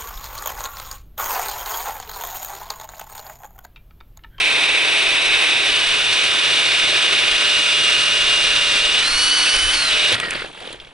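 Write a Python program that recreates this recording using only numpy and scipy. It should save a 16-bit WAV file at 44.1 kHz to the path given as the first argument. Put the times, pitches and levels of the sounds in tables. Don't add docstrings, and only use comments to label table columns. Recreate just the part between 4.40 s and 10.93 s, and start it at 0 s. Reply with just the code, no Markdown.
import sys
import numpy as np
from scipy import signal
from scipy.fft import rfft, irfft, next_fast_len
from scipy.io import wavfile
from scipy.ndimage import uniform_filter1d

SR = 44100
rng = np.random.default_rng(int(sys.argv[2]) if len(sys.argv) > 2 else 0)


def master_out(mix):
    frames = np.transpose(np.atleast_2d(mix))
    ceiling = np.clip(frames, -1, 1)
    pcm = np.round(ceiling * 32767).astype(np.int16)
    wavfile.write(sys.argv[1], SR, pcm)


def makeup_ratio(level_db):
    decades = np.asarray(level_db, float) / 20
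    return 10 ** decades


N = 287964

# (frequency [Hz], level per Hz [dB])
WIND_COLOUR = [(8, 0), (22, -1), (45, -9), (90, -19), (180, -34), (400, -70)]
SHEET_COLOUR = [(50, -20), (90, -6), (128, 0), (165, -6), (215, -28)]
# (time [s], peak level [dB], length [s])
GUSTS = [(.08, -48, 0.1), (.34, -44, .03), (.7, -47, 0.095), (.92, -45, .06), (1.304, -42, .03),
         (1.5, -39, 0.037), (1.65, -46, .03), (1.75, -55, .04), (2.445, -43, 0.047), (2.942, -41, 0.051),
         (3.18, -51, .04), (3.497, -55, .1), (3.853, -41, .06), (4.09, -41, 0.14), (4.437, -40.5, 0.13),
         (4.634, -46, .03), (4.74, -32, 0.046), (4.86, -39, .05), (5.0, -43, .04), (5.173, -31, .03),
         (5.26, -26, .03), (5.358, -35, 0.035), (5.54, -41, 0.086), (5.86, -54, .04), (5.97, -45, 0.1),
         (6.4, -51, 0.11)]
BREEZE_DB, SHEET_DB = -61, -49.5

# (time [s], level [dB])
RUSTLE = [
    (5.75, -25),
    (5.775, -29.5),
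    (6.015, -30.5),
    (6.1, -41.5),
    (6.27, -37),
    (6.33, -38),
    (6.385, -48),
    (6.42, -44),
    (6.53, -50),
]
# (frequency [Hz], level per Hz [dB])
SLUSH_COLOUR = [(59, -33), (100, -17), (671, -10), (1030, -15), (1440, -5), (1690, -5), (2360, -6.5),
                (2760, -6.5), (4510, -14), (5930, -32), (7360, -35), (8280, -29), (10900, -37),
                (14200, -72), (22000, -120)]
SNOW_COLOUR = [(59, -43), (100, -11), (167, -14), (199, -7), (312, 1), (403, -5), (770, -3.5), (1050, -11),
               (1190, -12), (2060, -16), (3230, -11.5), (4970, -22.5), (10900, -22), (14200, -55),
               (22000, -120)]
SETTLED_S = 6.06
RUSTLE_LOW_DB, RUSTLE_FIZZ_DB = (-9, -6.5), (-16.5, -18)

# (time [s], frequency [Hz], level [dB])
SQUEAK = [
    (5.81, 1960, -36),
    (5.83, 1930, -28),
    (5.88, 1830, -28),
    (5.91, 1770, -32),
]
# (time [s], peak level [dB], ring frequency [Hz], bright level [dB], low level [dB])
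CLICKS = [(5.7194, -11, 3400, -19, -13), (5.7254, -5, 2220, -17, -23), (5.7533, -12, 1790, -18, -30),
          (5.7997, -8.5, 2730, -15.5, -47), (5.9036, -26, 2350, -12, -25), (5.9073, -10.5, 2420, -14, -38),
          (5.935, -17, 1460, -16.5, -25), (5.9552, -16, 2350, -27, -11), (5.999, -18, 2320, -32, -24),
          (6.021, -16.5, 1420, -30, -14), (6.044, -27, 3180, -28, -6), (6.274, -29, 3780, -25, -3),
          (6.304, -32, 2300, -24, -4), (6.3277, -23, 3600, -14, -20), (6.344, -29.5, 2070, -26, -6),
          (6.3997, -23.5, 3180, -30, -32), (6.404, -26, 3250, -27, -31), (6.448, -29, 3270, -27, -25),
          (6.472, -39, 3700, -27, -6)]
CLICK_S = 0.003
JOLT_S, JOLT_DB, JOLT_HZ, JOLT_LENGTH_S = 5.742, -28, 100, 0.011
CATCH_S, CATCH_LENGTH_S, CATCH_HZ, CATCH_DB = 5.07, 0.013, 2650, -16

# (time [s], speed [Hz])
MOTOR = [(0, 259.5), (1.2, 255.8), (1.95, 250.3), (4.27, 248.8), (4.375, 243), (4.44, 248.5), (4.56, 252.6),
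         (4.605, 258), (4.68, 281), (4.8, 293.4), (4.97, 299.3), (5.0, 293.5), (5.1, 298.9), (5.325, 303.3),
         (5.37, 287.5), (5.42, 286.5), (5.52, 259.5), (5.7, 250.3)]
FREE_FROM_HZ, FREE_AT_HZ = 260, 280
BRAKE_S, STOP_S, BRAKE_HZ, BRAKE_DB = 5.7, 5.755, 50, -10
# (time [s], depth of hole [0-1])
BORE = [
    (0, 0.1),
    (1.13, 0.13),
    (1.35, 0.56),
    (2.95, 0.61),
    (3.15, 0.91),
    (4.5, 0.86),
    (4.64, .7),
    (5.42, 0.72),
    (5.75, 0.65),
]

# (frequency [Hz], level per Hz [dB])
SHALLOW_COLOUR = [(140, -28), (240, -38.5), (341, -15), (559, -14.5), (1010, -13), (1280, -14.5),
                  (1910, -8), (2550, 0.5), (3240, -7), (3740, -5.5), (4390, -14.5), (7200, -29),
                  (8310, -25), (10900, -27), (14200, -60), (22000, -120)]
DEEP_COLOUR = [(120, -18), (200, -21.5), (432, -8.5), (528, -17), (593, -11), (815, -18), (1460, -9.5),
               (2120, -12.5), (2810, -8), (3010, -8), (3670, -8), (7060, -22), (8200, -22.5), (10900, -26),
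               (14200, -62), (22000, -120)]
UNLOADED_COLOUR = [(120, -54), (200, -24), (299, -19.5), (454, -15.5), (750, -15), (1070, -9.5),
                   (1390, -4.5), (1490, -3), (2080, -2), (2910, 1), (4130, -5), (5770, -8), (7170, -17),
                   (9070, -12.5), (10900, -16.5), (14200, -50), (22000, -120)]
# (frequency [Hz], width [Hz], level [dB])
HOUSING = [(2358, 40, 4.5), (2553, 51, 1.5), (3600, 130, 3), (6920, 160, -3.5), (5400, 41, 3.5),
           (5860, 150, 4), (6600, 130, 3.5), (8130, 210, 4.5)]
# (time [s], level [dB])
SCRAPES = [
    (5.0, 1.8),
    (5.075, 2),
    (5.15, 3.8),
    (5.35, 3.5),
    (5.73, 2),
]
SCRAPE_S = 0.019
GRIND_DB, GRIND_DEEP_DB, GRIND_FREE_DB = -14.5, -1, -3.5
GRIND_STOP_S, GRIND_STOP_DB_PER_S = 5.748, -1200
HOLLOW_DB, HOLLOW_DEEP_DB, HOLLOW_FREE_DB = -12.5, -5, 4
FIZZ_DB, FIZZ_DEEP_DB, FIZZ_FREE_DB = -15.5, 4, 5
SPRAY_S, SPRAY_LENGTH_S, SPRAY_DB = 4.83, 0.043, 5.2
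GRIND_SIZE, GRIND_HOP = 512, 128

# (multiple of rotor speed, level under load [dB], level running free [dB])
MESH = [(11.41, 0, 0), (10.5, -11, -10), (22.82, -30, -30)]
FIFTEENTH = [(15, 0, 1), (16, -16, -13), (14, -20, -13), (17, -20, -14), (23, -15, -23)]
TWENTIETH = [(20, -17, -6)]
TENTH = [(10, 0, 0), (31, -30, -19), (13, -22, -13), (19, -25, -18), (30, -19, -18)]
SECOND_STAGE = [(2.38, 0, 0)]
PLANETS = [(14.08, 1.5, -20), (2.65, -14, -30)]
FAINT = [(1, -62, -46), (4, -47, -45), (5, -45, -34), (6, -42, -55), (21, -47, -60), (22, -58, -45),
         (24, -51, -55), (26, -54, -54), (27, -60, -53), (30, -60, -43), (35, -65, -52), (36, -65, -51)]
MESH_DB, MESH_DEEP_DB, MESH_FREE_DB = -37.5, 9.5, -43
SEATED_S, SEATED_DB = 1.15, 8
WHINE_DB, WHINE_FREE_DB = -34, -24.5
BEAT_DB, BEAT_S, BEAT_TOP_S = 3, 1.57, 0.95
LULL_S, BITE_S, LULL_DB = 5.04, 5.315, -13
HUM_DB, HUM_DEEP_DB, HUM_BITE_DB = -29.5, -3.5, -10
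HUM_TOP_DB, HUM_DB_PER_HZ, FULL_HZ = -21.5, 0.8, 295
PLANET_DB, PLANET_DEEP_DB, PLANET_FREE_DB = -32, -5, -12
# (start [s], end [s], level [dB])
STAGE = [
    (2.45, 4.555, -42),
    (5.39, 5.757, -38),
]
STAGE_REST_DB, STAGE_RISE_S = -78, 0.027

# (frequency [Hz], left-right likeness [0-1])
SAME = [(40, .955), (250, 0.94), (1000, 0.97), (2500, 0.84), (5000, 0.8), (11000, 0.96)]
# (frequency [Hz], phase by which left leads [rad])
LEAD = [(30, -.05), (125, -.4), (250, -.75), (600, -1.1), (1030, -1.2), (5000, -.55), (6890, -1),
        (7750, -.5), (9220, -.15)]
# (frequency [Hz], left-right level [dB])
LEAN = [(60, -0.5), (170, 0), (480, 0.0), (1370, -0.5), (3880, -1.0), (11000, -2)]
# (frequency [Hz], level [dB])
EDGE = [(11020, 0), (11070, -18), (11400, -55)]
CEILING = 0.95


def evened(x):
    return x / np.sqrt(np.mean(x ** 2) + 1e-20)


def read(points, hz):
    f, value = np.transpose(points)
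    return np.interp(np.log(hz + 1), np.log(f + 1), value)


def columns(rows, t):
    s, *rest = np.transpose(rows)
    return [np.interp(t, s, c) for c in rest]


def ramp(t, start, length):
    return np.clip((t - start) / length, 0, 1)


def bump(t, s, length):
    return np.exp(-((t - s) / length) ** 2)


def smoothed(x, span):
    return uniform_filter1d(uniform_filter1d(x, span), span)


def drift(count, span):
    return evened(smoothed(rng.standard_normal(count), span))


def patches(shape, bands, frames):
    noise = rng.standard_normal(shape[::-1]).T
    noise = uniform_filter1d(uniform_filter1d(noise, bands, 0), frames, 1)
    return evened(noise)


def axes(size, hop):
    return np.arange(N // hop + 5) * hop / SR, np.fft.rfftfreq(size, 1 / SR)


def hiss(field_db, size, hop):
    a, b, c, d = rng.standard_normal((field_db.shape[1], field_db.shape[0], 4)).T
    same = np.clip(read(SAME, np.fft.rfftfreq(size, 1 / SR)), 0, 1)[:, None]
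    left = a + 1j * b
    right = same * left + np.sqrt(1 - same ** 2) * (c + 1j * d)
    z = np.array([left, right]) * makeup_ratio(field_db)
    white = np.sqrt(size * size / hop) / 1.6
    return signal.istft(z, nperseg=size, noverlap=size - hop)[1][:, :N] / white


def banded(colour_db, level_db, low_db, fizz_db, hz):
    power = makeup_ratio(colour_db) ** 2
    bands = (hz > 200) & (hz < 1200), (hz >= 1200) & (hz < 5000), hz >= 5000
    low, middle, high = [10 * np.log10(power[band].sum(0)) for band in bands]
    below = (1 / (1 + (hz / 1100) ** 4))[:, None]
    above = (1 / (1 + (5200 / (hz + 1)) ** 6))[:, None]
    lean = below * (low_db - low + middle) + above * (fizz_db - high + middle)
    return colour_db + lean + level_db - middle + 10 * np.log10(len(hz))


def running(t):
    speed = columns(MOTOR, t)[0] - BRAKE_HZ * ramp(t, BRAKE_S, STOP_S - BRAKE_S) ** 2
    free = ramp(speed, FREE_FROM_HZ, FREE_AT_HZ - FREE_FROM_HZ)
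    return speed, free, np.clip(columns(BORE, t)[0], 0, 1)


def wind():
    t, hz = axes(2048, 512)
    flow = hiss(np.outer(read(WIND_COLOUR, hz), np.ones(len(t))), size=2048, hop=512)
    steady = flow / np.sqrt(smoothed((flow ** 2).mean(0), 2500))
    t = np.arange(N) / SR
    return steady * (makeup_ratio(BREEZE_DB) + sum(makeup_ratio(db) * bump(t, s, length) for s, db, length in GUSTS))


def sheet():
    t, hz = axes(2048, 512)
    lumps_db = 2.5 * drift(count=len(t), span=5) - 7 * (t > SETTLED_S)
    return makeup_ratio(SHEET_DB) * evened(hiss(read(SHEET_COLOUR, hz)[:, None] + lumps_db, size=2048, hop=512))


def rustle():
    t, hz = axes(256, 64)
    level_db = columns(RUSTLE, t)[0]
    chips = t < SETTLED_S
    low_db = np.where(chips, *RUSTLE_LOW_DB) - 0.3
    fizz_db = np.where(chips, *RUSTLE_FIZZ_DB)
    fizz_db = fizz_db + 0.28 * (level_db + 37) * (t > SETTLED_S)
    colour = np.where(chips, read(SLUSH_COLOUR, hz)[:, None], read(SNOW_COLOUR, hz)[:, None])
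    clumps_db = 2.8 * patches(colour.shape, bands=9, frames=5) + 1.6 * drift(count=len(t), span=3)
    field = banded(colour, level_db + 8.5, low_db, fizz_db, hz) + clumps_db
    return hiss(field - 90 * (t < RUSTLE[0][0]), size=256, hop=64)


def squeak():
    t = np.arange(N) / SR
    hz, db = columns(SQUEAK, t)
    turn = 2 * np.pi * np.cumsum(hz * (1 + 0.012 * drift(count=N, span=60))) / SR
    touching = (t > SQUEAK[0][0]) * (t < SQUEAK[-1][0])
    rub = makeup_ratio(db + 3 * drift(count=N, span=100)) * touching
    return rub * (np.cos(turn) + 0.29 * np.cos(turn / 4))


def clicks():
    out, t = np.zeros(N + SR), np.arange(2000) / SR
    bright = signal.butter(2, 4500, "high", fs=SR)
    shape = 2.5 * t / CLICK_S * np.exp(1 - 2.5 * t / CLICK_S)
    for s, db, hz, bright_db, low_db in CLICKS:
        wobble, noise = rng.standard_normal((len(t), 2)).T
        ring_hz = hz * (1 + 0.9 * uniform_filter1d(wobble, size=12))
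        ring = np.sin(2 * np.pi * np.cumsum(ring_hz) / SR)
        tick = makeup_ratio(2 * bright_db + 26.0) * signal.lfilter(*bright, noise)
        push = makeup_ratio(low_db + 10.5) * np.sin(2 * np.pi * 520 * t) * shape ** 0.7
        out[round(s * SR):][:len(t)] += makeup_ratio(db - 4.0) * ((ring + tick) * shape + push)
    t = np.arange(N) / SR - JOLT_S
    return out[:N] + makeup_ratio(JOLT_DB) * bump(t, 0, JOLT_LENGTH_S) * np.sin(2 * np.pi * JOLT_HZ * t)


def catch():
    t = np.arange(N) / SR
    turn = 2 * np.pi * np.cumsum(CATCH_HZ * (1 + 0.05 * drift(count=N, span=40))) / SR
    return makeup_ratio(CATCH_DB) * bump(t, CATCH_S, CATCH_LENGTH_S) * np.cos(turn)


def grind():
    t, hz = axes(GRIND_SIZE, GRIND_HOP)
    speed, free, depth = running(t)
    level_db = GRIND_DB + GRIND_DEEP_DB * depth + GRIND_FREE_DB * free
    level_db = level_db + GRIND_STOP_DB_PER_S * np.maximum(t - GRIND_STOP_S, 0)
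    scrape_db = sum(db * bump(t, s, SCRAPE_S) for s, db in SCRAPES)
    low_db = scrape_db / 2 + HOLLOW_DB + HOLLOW_DEEP_DB * depth + HOLLOW_FREE_DB * free
    spray_db = SPRAY_DB * bump(t, SPRAY_S, SPRAY_LENGTH_S)
    fizz_db = FIZZ_DB + FIZZ_DEEP_DB * depth + FIZZ_FREE_DB * free + spray_db - scrape_db / 2

    rings = sum(db * np.exp(-0.5 * ((hz - f) / width) ** 2) for f, width, db in HOUSING)
    loaded = np.outer(read(SHALLOW_COLOUR, hz), 1 - depth) + np.outer(read(DEEP_COLOUR, hz), depth)
    colour = (loaded + rings[:, None]) * (1 - free) + np.outer(read(UNLOADED_COLOUR, hz), free)

    patches_db = 0.6 * patches(colour.shape, bands=7, frames=24)
    flurry = 0.2 * drift(count=len(t), span=9) + 0.8 * drift(count=len(t), span=3)
    reach_db = np.clip(0.58 + hz / 8000, 0, 1.3)
    field = banded(colour, level_db + scrape_db + 4.5, low_db, fizz_db, hz)
    return hiss(field + patches_db + np.outer(reach_db, flurry), size=GRIND_SIZE, hop=GRIND_HOP)


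def gear_levels(t):
    speed, free, depth = running(t)
    loose, biting = np.minimum(2 * free, 1), ramp(t, BITE_S, 0.015)
    brake = BRAKE_DB * ramp(t, BRAKE_S, STOP_S - BRAKE_S)

    mesh_loaded = MESH_DB + MESH_DEEP_DB * depth ** 2 + SEATED_DB * ramp(t, SEATED_S, 0.12)
    mesh = (1 - loose * free) * mesh_loaded + loose * free * MESH_FREE_DB

    beat = BEAT_DB * np.cos(2 * np.pi * (t - BEAT_TOP_S) / BEAT_S)
    lull = LULL_DB * ramp(t, LULL_S, BITE_S - LULL_S) ** 0.7 * (1 - biting)
    whine = (1 - loose) * (WHINE_DB + beat) + loose * WHINE_FREE_DB + lull

    idle = HUM_TOP_DB - HUM_DB_PER_HZ * np.maximum(FULL_HZ - speed, 0) + HUM_BITE_DB * biting * free
    hum = (1 - loose) * (HUM_DB + HUM_DEEP_DB * depth) + loose * idle
    twentieth = whine + loose * (idle - HUM_TOP_DB)

    stage = STAGE_REST_DB
    for start, end, db in STAGE:
        singing = ramp(t, start, STAGE_RISE_S) * ramp(-t, -end, STAGE_RISE_S)
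        stage = stage + (db - STAGE_REST_DB) * singing
    planets = PLANET_DB + PLANET_DEEP_DB * depth ** 4 + PLANET_FREE_DB * loose
    return mesh + brake, whine + brake, twentieth, hum + brake, stage, planets, 0


def motor():
    t = np.arange(N) / SR
    speed, free, depth = running(t)
    shake = (0.0018 + 0.0025 * depth ** 2 * (1 - free)) * drift(count=N, span=1000)
    shake = shake + 0.0008 * drift(count=N, span=90)
    turns = np.cumsum(speed * (1 + shake)) / SR
    coarse = t[::64]
    out = np.zeros(N)
    families = MESH, FIFTEENTH, TWENTIETH, TENTH, SECOND_STAGE, PLANETS, FAINT
    for family, level_db in zip(families, gear_levels(t)):
        for k, load_db, free_db in family:
            waver = (0.6 + k / 14) * drift(count=len(coarse), span=8)
            waver_db = np.interp(t, coarse, waver)
            partial_db = level_db + load_db + free * (free_db - load_db) + waver_db
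            out += makeup_ratio(partial_db + 0.5) * np.cos(2 * np.pi * (k * turns + rng.random()))
    return np.sqrt(2) * out * np.clip((STOP_S - t) / 0.011, 0, 1)


def scene():
    return wind() + sheet() + rustle() + squeak() + clicks() + catch() + grind() + motor()


def low_pass(x):
    return signal.sosfilt(signal.butter(12, 11590, fs=SR, output="sos"), x)


def record(dry):
    size = next_fast_len(N + GRIND_SIZE)
    hz = np.fft.rfftfreq(size, 1 / SR)
    half = makeup_ratio(read(LEAN, hz) / 2) * np.exp(0.5j * read(LEAD, hz))
    ports = irfft(rfft(dry, size) * [half, 1 / half], size)
    rounded = ports / (1 + (ports / CEILING) ** 4) ** 0.25
    limited = irfft(rfft(rounded) * makeup_ratio(read(EDGE, hz)), size)[:, :N]
    return low_pass(limited)


dry = scene()
out = record(dry)
master_out(out)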